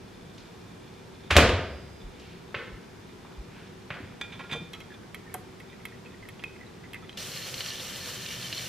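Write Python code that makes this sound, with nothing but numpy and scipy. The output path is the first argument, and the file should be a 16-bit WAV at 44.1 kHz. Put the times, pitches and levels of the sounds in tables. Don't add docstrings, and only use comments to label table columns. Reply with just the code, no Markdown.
import sys
import numpy as np
from scipy import signal
from scipy.fft import rfft, irfft, next_fast_len
from scipy.io import wavfile
from scipy.ndimage import uniform_filter1d

SR = 44100
rng = np.random.default_rng(int(sys.argv[2]) if len(sys.argv) > 2 else 0)


def output_pcm(signal):
    pcm = np.clip(np.atleast_2d(signal).T, -1, 1) * 32767
    wavfile.write(sys.argv[1], SR, np.round(pcm).astype(np.int16))


N = 382788
T = np.arange(N) / SR

# frequency_hz, density_db
HOUSE_SPECTRUM = [(12, -40), (20, -11.5), (191, -0.5), (307, -8), (373, -4.5), (521, -14.5), (582, -15),
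                  (814, -15), (962, -15), (1080, -17.5), (1420, -19), (1780, -20), (5260, -28),
                  (14300, -43.5), (15600, -56)]
# frequency_hz, side_minus_mid_db
HOUSE_WIDTH = [(60, -12), (110, -18.5), (200, -7), (380, -4), (700, -1.5), (1290, -1.5), (2380, -5.5),
               (4400, -3), (8120, -3), (15000, -3)]
# centre_hz, width_hz, boost_db over the rest
DUCT_HUM = [(103.6, 24, 4.5), (171, 21, 2), (378, 14, 4.5), (481, 43, 5)]
HOUSE_RMS_DB = -46.5

LENS_STEP_COUNTS = [0, 1, 2, 3, 4, 14]
# start_s, peak_db
LENS_STRAY_TICKS = [(.5397, -56.5), (1.0735, -49), (2.7312, -50), (3.4431, -50), (3.676, -47)]
# frequency_hz, level_db, t60_s
LENS_MODES = [(3550, -6, 0.014), (4200, 3, 0.016), (5290, 0, 0.024)]
LENS_FIRST_S, LENS_PERIOD_S, LENS_SETTLE_S = .0812, .2671, .057
LENS_STEP_DB, LENS_SETTLE_DB = -47, -47.5

# start_s, peak_db, pitch_hz
LOW_THUDS = [(.16, -53, 40), (1.308, -21, 85), (1.425, -21, 105), (1.466, -21, 69.4), (1.495, -31, 101),
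             (1.575, -28, 110), (1.69, -39, 75), (1.73, -38, 75), (2.01, -34, 39.1), (2.542, -28.5, 487),
             (2.548, -36.5, 119.7), (2.7, -38, 47.3), (3.361, -33, 51.6), (3.899, -34, 135),
             (3.903, -33, 625), (4.0, -32, 245), (4.024, -35, 104.6)]
HEEL_PUSH_CYCLES, HEEL_RING_CYCLES = 2.98, 2.6

# frequency_hz, t60_s
ROOM_T60 = [(50, 0.75), (110, 0.57), (250, 1), (600, 0.73), (1500, 0.706), (4000, 0.641), (8000, 0.336),
            (14000, 0.1325)]
# frequency_hz, level_db
ROOM_COLOUR = [(50, -17), (110, -16), (200, -9), (320, -4), (480, 0), (10000, 0)]
# frequency_hz, side_minus_mid_db
ROOM_WIDTH = [(60, -54), (110, -41), (200, -28), (380, -17), (700, -21), (1290, -16), (2380, -23.5),
              (4400, -3.5), (8120, 2.5), (15000, 10)]

# frequency_hz, left_minus_right_db
OVEN_SIDE_BALANCE = [(60, 0.0), (110, 0.0), (200, 0.0), (380, 1.5), (700, 2.0), (1290, -1.0), (2380, -0.5),
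                     (4400, -1.0), (8120, -0.5), (15000, -0.5)]
OVEN_SIDE_LAG_S = .000014

# start_s, level_db, centre_hz, length_s
SOLE_SNAPS = [(0.379, -43.5, 3430, 0.0059), (2.196, -46.5, 3540, 0.0055), (2.544, -22, 1550, 0.0014),
              (2.547, -21.5, 1790, 0.0032), (3.246, -42.5, 896, 0.0086), (3.903, -26.5, 1675, 0.0057),
              (3.941, -42, 2200, 0.0057)]
# middle_s, level_db, centre_hz, length_s
SOLE_SCUFFS = [(2.263, -59.5, 2370, 0.099), (3.571, -57, 1900, .06)]

# (per octave, well above 2 kHz)
DOOR_CONTACTS = [(1.302, -15.5, 0.02, -18, -0.5), (1.354, -17, 0.0063, -1, -2),
                 (1.364, -3.5, 0.0071, -1, 5), (1.378, -10.5, 0.016, 4, -13),
                 (1.403, -15.5, 0.0077, -0.5, -18), (1.432, -20, 0.0088, 3.5, -29),
                 (1.462, -24, .006, 4.5, -12.5), (1.49, -21.5, 0.0061, -7, 0), (1.587, -32, 0.007, 3, -15)]
# frequency_hz, density_db
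CRACK_SPECTRUM = [(290, -13), (500, -8), (657, -13), (863, -10), (1600, -6), (2040, -7), (2230, -7.5),
                  (3060, -9.5), (5670, -24), (8240, -30.5), (15500, -47)]
# frequency_hz, level_db, t60_s
PANEL_MODES = [(52.3, -17, .3), (78, 6, 0.15), (70.5, -26, 2.9), (95.9, 6.5, 0.12), (152, -3.5, 0.18),
               (181, 4, 0.15), (201.6, -9, 0.39), (230, -9, 0.45), (275, -6.5, 0.29), (295, -16, 0.14),
               (381.2, 2, 0.1), (458.7, 0.5, 0.18), (531, 5, 0.11), (636, 10.5, 0.036), (724, 1.5, 0.06),
               (1215, -10, 0.08)]
# start_s, peak_db, pitch_hz, push_cycles, t60_s
OVEN_BOOM = (1.53, -19, 90.5, 0.5, 0.38)
# frequency_hz, peak_db, t60_s
GLASS_TRAY = (4969, -58, 3)
TRAY_STOPS_S = 2.05

# time_s, level_db
RUB_LEVEL = [(4.2, -65), (4.23, -54), (4.3, -63), (4.48, -58), (4.6, -60), (4.88, -76), (4.93, -62.5),
             (5.05, -73), (5.6, -67), (5.72, -67), (6.3, -68), (6.9, -68.5), (7.0, -57.5), (7.17, -66),
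             (7.2, -76.5)]
# frequency_hz, level_db, t60_s
RIM_MODES = [(1070, -5, 0.066), (1409, -5, 0.55), (1670, 2.5, 0.13), (1920, 2, 0.12), (2316, 2.5, 0.25),
             (2413, 5.5, 0.28), (3156, -3.5, 0.205), (3350, -4, 0.26), (3465, 3.5, 0.27), (3560, 3.5, 0.25),
             (3640, -4, 0.23), (4740, -9, 0.15), (6150, -11, 0.23), (7620, -13.5, 0.117),
             (9260, -22, 0.133), (11030, -23, 0.11)]
RUB_GRAINS_PER_S, RUB_HZ, RUB_OCTAVES = 450, 3260, 0.86
RUB_DAMPING = 4.4
BOWL_PAN_DB = -3

# start_s, peak_db, brightness_db (per octave), lasting_ring_db (against peak), chatter_s, choke_s (after start)
RIM_CLINKS = [(4.211, -25, 1.5, -7, 0.0031, .08), (4.237, -39.5, -8, -16.5, .009, .07),
              (4.296, -47, -6, -8, 0.011, .03), (4.319, -36.5, -1.5, -14, 0.013, .06),
              (4.341, -41.5, -5.5, -10.5, 0.0052, .05), (4.353, -43, -2.5, -8, 0.0048, .04),
              (4.39, -36.5, -11, -4, 0.0069, .04), (4.402, -35.5, -14, -3, 0.0076, 0.072),
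              (4.435, -39.5, -16.5, -8.5, 0.0092, 0.045), (4.456, -52.5, -4.5, -16, .01, .04),
              (4.491, -37, -7, -8, 0.014, .04), (4.511, -28.5, 5.5, -11, .006, 0.037),
              (4.52, -27.5, 1.5, -2.5, 0.0091, 0.32), (4.531, -32.5, -12, -1.5, .005, .3),
              (4.555, -38, 5.5, -2, 0.0049, .3)]
CLACK_DB = -6

# start_s, peak_db, pitch_hz, t60_s
COUNTER_KNOCKS = [(4.319, -43.5, 112, .08), (4.515, -33.5, 150.7, 0.27), (4.545, -34.5, 474, 0.16),
                  (4.55, -52.5, 312, 0.17), (4.6, -35, 171, 0.091), (5.343, -32, 736, 0.11),
                  (5.345, -42, 408, 0.046), (8.088, -43, 1000, 0.029)]
KNOCK_PUSH_CYCLES, KNOCK_RATTLE_DB = 5, -0.5

# start_s, peak_db, spot_pitch_hz, tick_db (against peak), contact_s, reach_octaves (over the other modes)
WALL_TAPS = [(4.731, -32, 3250, -14, .01, 2), (4.747, -38, 2380, -18, 0.0073, 1.38),
             (4.801, -35.5, 2260, -15.5, 0.01, 1.4), (5.1445, -28.5, 2250, -10, 0.0032, .6),
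             (5.34, -31, 1570, 4.5, 0.0022, 1.16), (5.6, -39, 1970, -12, 0.005, 0.46),
             (5.8524, -26.5, 2170, -10, 0.00329, 0.53), (6.058, -40, 2545, -30, 0.0047, 0.275),
             (6.2868, -32.5, 2180, -10, 0.0031, .5), (6.394, -38.5, 2810, -30, 0.00236, 0.29),
             (6.438, -23, 2526, -25, 0.0021, 0.2), (6.932, -33.5, 2700, -9.5, 0.0034, .4),
             (6.943, -31, 2070, -13, 0.0042, 0.345), (7.0933, -32, 3156, -34, .0025, 0.56),
             (7.128, -41, 3950, -30, .0015, .5)]
# frequency_hz, level_db, t60_s
FILLED_BOWL_MODES = [(1300, 6, 0.09), (1870, -7, 0.089), (1985, 2.5, 0.115), (2147, 9, 0.052),
                     (2450, -1, 0.039), (2562, 10, 0.037), (3020, 10, 0.019), (3230, 10.5, 0.05),
                     (3958, 8, 0.0363), (5600, 10, 0.015), (6550, 4.5, .015)]
# frequency_hz, density_db
TICK_SPECTRUM = [(3000, -28), (5000, -12), (7500, 0), (9000, 2), (12000, 10), (14500, -3), (15500, -28)]
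TAP_CLACK_DB = -10
SPOT_T60_S, SPOT_DB = 0.049, 9

# start_s, level_db, pitch_hz
WALL_SLIPS = [(4.903, -44, 1740), (4.916, -39, 1700), (4.952, -49, 1575), (5.03, -52, 1550),
              (5.045, -52, 1557), (5.263, -47, 1840), (5.275, -45, 1830), (5.297, -45, 2250),
              (5.316, -45, 1813), (5.922, -43, 1890), (5.94, -47, 1980), (6.142, -45, 1940),
              (6.226, -38.5, 2067), (6.249, -43, 1920), (6.558, -45, 2120), (6.59, -48.5, 1928),
              (6.609, -39.5, 2010), (6.63, -42, 1937), (6.663, -48, 3970), (6.837, -40.5, 2010),
              (6.85, -45, 2070), (6.952, -31.5, 2110), (7.021, -40, 1316), (7.045, -46, 2000)]
SLIP_S, SLIP_GLIDE = 0.0087, 0.98
STIR_START_S, STIR_END_S = 5.55, 7.1
FAINT_SLIP_DB, FAINT_SLIP_SPREAD_DB, FAINT_SLIP_HZ = -55, 6.5, 1986

# frequency_hz, density_db
JET_SPECTRUM = [(35, -43), (60, -41), (123, 7.5), (179, -12.5), (201, -34), (248, -27), (404, -46.5),
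                (487, -3), (892, -17), (1180, -9.5), (3130, -6.5), (5740, -9.5), (9140, -17.5),
                (13900, -17.5), (15600, -32)]
# frequency_hz, side_minus_mid_db
JET_WIDTH = [(60, -14), (110, -24), (200, -4), (380, -11), (700, -10.5), (1290, -27), (2380, -38.5),
             (4400, -6.5), (8120, 3.5), (15000, -3.5)]
# frequency_hz, width_hz, level_db
SINK_RESONANCES = [(1776, 19, -3.5), (1926, 37, -15), (2306, 19, -6.5), (2840, 52, -3), (3096, 42, -1),
                   (3570, 400, -12), (4275, 150, -3.5), (5190, 53, -17), (5685, 118, -7), (6200, 33, -12.5),
                   (6670, 53, -16)]
# time_s, level_db
PATTER_LEVEL = [(7.18, -39), (7.28, -50), (7.45, -40.5), (7.52, -47), (7.62, -41), (7.74, -41), (7.92, -45),
                (8.09, -43.5), (8.18, -52), (8.21, -43), (8.31, -39), (8.4, -45), (8.43, -39), (8.51, -45),
                (8.59, -37.5), (8.68, -47)]
# start_s, peak_db, pitch_hz
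BIG_SPLASHES = [(7.2252, -32.5, 5750), (7.358, -31.5, 2890), (7.54, -26.5, 4250), (7.6052, -23.5, 3100),
                (7.6596, -29, 3120), (7.702, -33, 3200), (8.2586, -29, 2824), (8.285, -36, 4390),
                (8.526, -23.5, 2900), (8.5742, -31.5, 3240)]
FLOW_ON_S, JET_DB = 7.172, -42
STEEL_FLICKER_DB, STEEL_FLICKER_PER_S = 2, 30
SMALL_SPLASH_DB, SMALL_SPLASH_SPREAD_DB = -40, 2
SPLASH_SPRAY_DB = -4.5

TOP_HZ = 15600


def undb(db):
    return 10 ** (np.asarray(db) / 20)


def read(table, hz):
    table_hz, values = np.array(table).T
    return np.interp(np.log(np.maximum(hz, 1)), np.log(table_hz), values)


def unit(x):
    return x / np.sqrt(np.mean(x ** 2))


def noise(gain_at, size):
    n = next_fast_len(size, True)
    spectrum = rfft(rng.standard_normal(n)) * gain_at(np.arange(n // 2 + 1) * SR / n)
    return unit(irfft(spectrum, n)[:size])


def wide(gain_at, side, size):
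    hz = np.geomspace(20, 16000, 400)
    side_power = np.sum(hz * (gain_at(hz) * undb(read(side, hz))) ** 2)
    ratio = np.sqrt(side_power / np.sum(hz * gain_at(hz) ** 2))
    mid = noise(gain_at, size)
    rest = ratio * noise(lambda f: gain_at(f) * undb(read(side, f)), size)
    return np.array([mid + rest, mid - rest])


def bump(hz, centre_hz, octaves):
    return np.exp(-.5 * (np.log2(np.maximum(hz, 1) / centre_hz) / octaves) ** 2)


def walk(rate, size=N):
    k = int(SR / rate)
    held = np.repeat(rng.standard_normal(size // k + 1), k)
    return unit(uniform_filter1d(uniform_filter1d(held, k), k)[:size])


def ring(modes, push, gains=None):
    t = np.arange(int(SR * max(m[2] for m in modes))) / SR
    gains = np.ones(len(modes)) if gains is None else gains
    body = 0
    for (hz, db, t60), gain in zip(modes, gains):
        drive = abs(np.sum(push * np.exp(2j * np.pi * hz * np.arange(len(push)) / SR)))
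        drive = drive + 0.091 * np.linalg.norm(push)
        body = body + gain * undb(db) / drive * np.sin(2 * np.pi * hz * t) * 1000. ** (-t / t60)
    out = signal.fftconvolve(body, push)
    return out / np.max(np.abs(out))


def burst(length, gain_at=np.ones_like, rise=0.15):
    length = max(length, 1 / 5000)
    t = np.arange(int(8 * length * SR)) / SR / length
    shape = (1 - np.exp(-t / max(rise, .02))) ** 2 * np.exp(-t)
    x = rng.standard_normal(len(t))
    gain = gain_at(np.arange(len(t) // 2 + 1) * SR / len(t))
    for _ in range(4):
        x = irfft(gain * np.exp(1j * np.angle(rfft(x * shape))), len(t))
        x = x / np.sqrt(uniform_filter1d(x ** 2, size=len(t) // 8 + 1) + 1e-12)
    x = irfft(gain * np.exp(1j * np.angle(rfft(x * shape))), len(t)) * np.minimum(20 * shape, 1)
    return unit(x) * np.sqrt(np.mean(shape ** 2))


def add(out, s, sound, db, pan_db=0.):
    for side, sign in enumerate((1, -1)):
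        lag = int(max(-sign * pan_db, 0) / 2.0)
        i = max(int(s * SR), 0) + lag
        out[side, i:i + len(sound)] += undb(db + sign * pan_db / 2) * sound[:N - i]


def scatter(start, end, count):
    when, pick, size = rng.random((count, 3)).T
    return zip(start + (end - start) * (np.arange(count) + when) / count, np.sqrt(12) * (size - .5), pick)


def house():
    def colour(f):
        ducts_db = sum(db * np.exp(-.5 * ((f - c) / (w / 2)) ** 2) for c, w, db in DUCT_HUM)
        return undb(read(HOUSE_SPECTRUM, f) + ducts_db)
    hz = np.geomspace(20, 16000, 400)
    out = 0
    for low_hz, high_hz in [(0, 150), (150, 600), (600, 2500), (2500, 16000)]:
        def part(f):
            return colour(f) * (f >= low_hz) * (f < high_hz)
        strength = np.sqrt(np.sum(hz * part(hz) ** 2))
        out = out + strength * wide(part, HOUSE_WIDTH, N) * undb(0.08 * walk(2.71))
    return unit(out) * undb(HOUSE_RMS_DB)


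def lens():
    out = np.zeros((2, N))
    steps_s = LENS_FIRST_S + LENS_PERIOD_S * np.array(LENS_STEP_COUNTS)
    moves = [(s, LENS_STEP_DB) for s in steps_s]
    settles = [(s + LENS_SETTLE_S, LENS_SETTLE_DB) for s in steps_s]
    for s, db in moves + settles + LENS_STRAY_TICKS:
        add(out, s, ring(LENS_MODES, burst(0.00028)), db)
    return out


def thud(hz, push_cycles, t60):
    size = int(push_cycles / hz * SR)
    push = np.hanning(size) * np.sin(2 * np.pi * hz * np.arange(size) / SR)
    return ring([(hz, 0, t60), (hz * 1.1, -9, t60 / 2)], push)


def thuds():
    out = np.zeros((2, N))
    for s, db, hz in LOW_THUDS:
        add(out, s, thud(hz, HEEL_PUSH_CYCLES, HEEL_RING_CYCLES / hz), db)
    return out


def room(x, gap_s=0.00093):
    t = np.arange(SR) / SR
    tail = 0
    for hz in 45 * 2 ** np.arange(0, 8.6, .5):
        decay = 1000. ** (-t / read(ROOM_T60, hz))
        band = wide(lambda f: bump(f, hz, 0.43), ROOM_WIDTH, SR)
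        tail = tail + np.sqrt(hz) * undb(read(ROOM_COLOUR, hz)) * band * decay
    tail = tail * np.clip(t / gap_s - 1, 0, 1)
    tail = tail / np.sqrt(np.sum(tail ** 2) / 2)
    return signal.fftconvolve(x.mean(0)[None], tail, axes=1)[:, :N]


def ports(x):
    n = next_fast_len(N, True)
    hz = np.arange(n // 2 + 1) * SR / n
    half = undb(read(OVEN_SIDE_BALANCE, hz) / 2) * np.exp(-1j * np.pi * hz * OVEN_SIDE_LAG_S)
    return irfft(rfft(x, n) * np.array([half, 1 / half]), n)[:, :N]


def steps():
    out = np.zeros((2, N))
    for s, db, hz, length in SOLE_SNAPS:
        add(out, s, burst(length, lambda f: bump(f, hz, 0.64)), db)
    for s, db, hz, length in SOLE_SCUFFS:
        size = int(4 * length * SR)
        drag = np.hanning(size) * noise(lambda f: bump(f, hz, 0.69), size)
        add(out, s - 2 * length, drag, db)
    return out


def door():
    out = np.zeros((2, N))
    signs = (-1.) ** np.arange(len(PANEL_MODES))
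    for s, db, length, weight_db, tilt_db in DOOR_CONTACTS:
        crack = burst(length, lambda f: undb(read(CRACK_SPECTRUM, f) + tilt_db * np.log2(1 + f / 2000)))
        add(out, s, crack, db)
        add(out, s, ring(PANEL_MODES, np.hanning(int(0.000855 * SR)), signs), db + weight_db)
    boom_s, boom_db, *boom = OVEN_BOOM
    add(out, boom_s, thud(*boom), boom_db)
    slam_s = DOOR_CONTACTS[2][0]
    tray = ring([GLASS_TRAY], np.ones(1))[:int((TRAY_STOPS_S - slam_s) * SR)]
    add(out, slam_s, tray * signal.windows.tukey(len(tray), .15), GLASS_TRAY[1])
    return out


def rub():
    grains = (rng.random(N) < RUB_GRAINS_PER_S / SR) * rng.standard_normal(N) * undb(3.1 * walk(30))
    damped = [(hz, db, t60 / RUB_DAMPING) for hz, db, t60 in RIM_MODES]
    weights = bump(np.array(RIM_MODES)[:, 0], RUB_HZ, RUB_OCTAVES)
    murmur = unit(signal.fftconvolve(grains, ring(damped, np.ones(1), weights))[:N])
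    level = undb(np.interp(T, *np.transpose(RUB_LEVEL)))
    return murmur * level * undb(np.array([[.5], [-.5]]) * BOWL_PAN_DB)


def clinks():
    out = np.zeros((2, N))
    rim_hz = np.array(RIM_MODES)[:, 0]
    choked = [(hz, db, t60 / 7) for hz, db, t60 in RIM_MODES]
    for s, db, tilt_db, free_db, length, free_s in RIM_CLINKS:
        spot = undb(tilt_db * np.log2(rim_hz / 2500) + 2.6 * rng.standard_normal(len(RIM_MODES)))
        chatter = burst(length, rise=0.642)
        add(out, s, ring(choked, chatter, spot), db, BOWL_PAN_DB)
        free = ring(RIM_MODES, chatter, spot)
        add(out, s, free * np.exp(-(T[:len(free)] / free_s) ** 4), db + free_db, BOWL_PAN_DB)
        clack = burst(length, lambda f: bump(f, 2395, 0.42), rise=0.18)
        add(out, s, clack, db + CLACK_DB, BOWL_PAN_DB)
    return out


def knocks():
    out = np.zeros((2, N))
    for s, db, hz, t60 in COUNTER_KNOCKS:
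        add(out, s, thud(hz, KNOCK_PUSH_CYCLES, t60), db)
        add(out, s, burst(t60 / 9, lambda f: bump(f, 0.93 * hz, 1.0)), db + KNOCK_RATTLE_DB)
    return out


def taps():
    out = np.zeros((2, N))
    bowl_hz = np.array(FILLED_BOWL_MODES)[:, 0]
    for s, db, hz, tick_db, contact, reach in WALL_TAPS:
        modes = FILLED_BOWL_MODES + [(hz, SPOT_DB, SPOT_T60_S)]
        weights = np.r_[bump(bowl_hz, hz, reach), 1]
        add(out, s, ring(modes, burst(contact), weights), db, BOWL_PAN_DB)
        add(out, s, burst(contact, lambda f: bump(f, hz, 0.264)), db + TAP_CLACK_DB, BOWL_PAN_DB)
        tick = burst(0.0044, lambda f: undb(read(TICK_SPECTRUM, f)), rise=0.17)
        add(out, s, tick, db + tick_db, BOWL_PAN_DB)
    return out


def slips():
    out = np.zeros((2, N))
    faint = [(s, FAINT_SLIP_DB + FAINT_SLIP_SPREAD_DB * size, FAINT_SLIP_HZ * (1 + .12 * (pick - .5)))
             for s, size, pick in scatter(STIR_START_S, STIR_END_S, count=24)]
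    u = np.arange(int(4 * SLIP_S * SR)) / (SLIP_S * SR)
    envelope = (1 - np.exp(-u / 0.227)) * np.exp(-u)
    for s, db, hz in WALL_SLIPS + faint:
        grip = 1 + 0.56 * noise(lambda f: 1 / (1 + (f / 400) ** 2), 2048 + len(u))[:len(u)]
        tone = np.sin(2 * np.pi * np.cumsum(hz * SLIP_GLIDE ** (u - .5)) / SR)
        add(out, s, grip * tone * envelope, db, BOWL_PAN_DB)
    return out


def water():
    size = next_fast_len(N - int(FLOW_ON_S * SR) + 1, True)
    spray = wide(lambda f: undb(read(JET_SPECTRUM, f)), JET_WIDTH, size) * undb(1.1 * walk(40.6, size))
    hz = np.arange(size // 2 + 1) * SR / size
    steel = 0
    for f, w, db in SINK_RESONANCES:
        drops = (rng.random(size) < 260 / SR) * rng.standard_normal(size)
        flicker = undb(STEEL_FLICKER_DB * walk(STEEL_FLICKER_PER_S, size))
        push = (unit(drops) + 0.5 * rng.standard_normal(size)) * flicker
        steel = steel + rfft(push) * undb(db) / (1 + 2j * (hz - f) / w)
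    patter = undb(np.interp(T[-size:], *np.transpose(PATTER_LEVEL))) * unit(irfft(steel, size))
    out = np.zeros((2, N))
    out[:, -size:] = undb(JET_DB) * spray + patter
    out = out * np.clip((T - FLOW_ON_S) / 0.0012, 0, 1)
    small = [(s, SMALL_SPLASH_DB + SMALL_SPLASH_SPREAD_DB * spread, SINK_RESONANCES[3 + int(pick * 6)][0])
             for s, spread, pick in scatter(FLOW_ON_S, T[-1], count=24)]
    for s, db, f in BIG_SPLASHES + small:
        add(out, s, ring([(f, 0, .022), (f * 1.42, -5, .02)], burst(0.00256)), db)
        add(out, s, burst(0.0057, lambda x: bump(x, 3000, 0.51)), db + SPLASH_SPRAY_DB)
    return out


def scene():
    low, feet, slam = thuds(), steps(), door()
    dishes = rub() + clinks() + knocks() + taps() + slips()
    echoes = room(undb(0.5) * slam + undb(2.5) * feet + undb(3.3) * low + undb(-10) * dishes)
    return ports(slam + feet + echoes) + low + dishes + lens() + water() + house()


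def record(dry):
    mic = signal.sosfilt(signal.butter(2, 32, "high", fs=SR, output="sos"), dry)
    rounded = np.tanh(0.71 * mic) / 0.7
    return signal.sosfilt(signal.ellip(10, .2, 70, TOP_HZ, fs=SR, output="sos"), rounded)


dry = scene()
out = record(dry)
output_pcm(out)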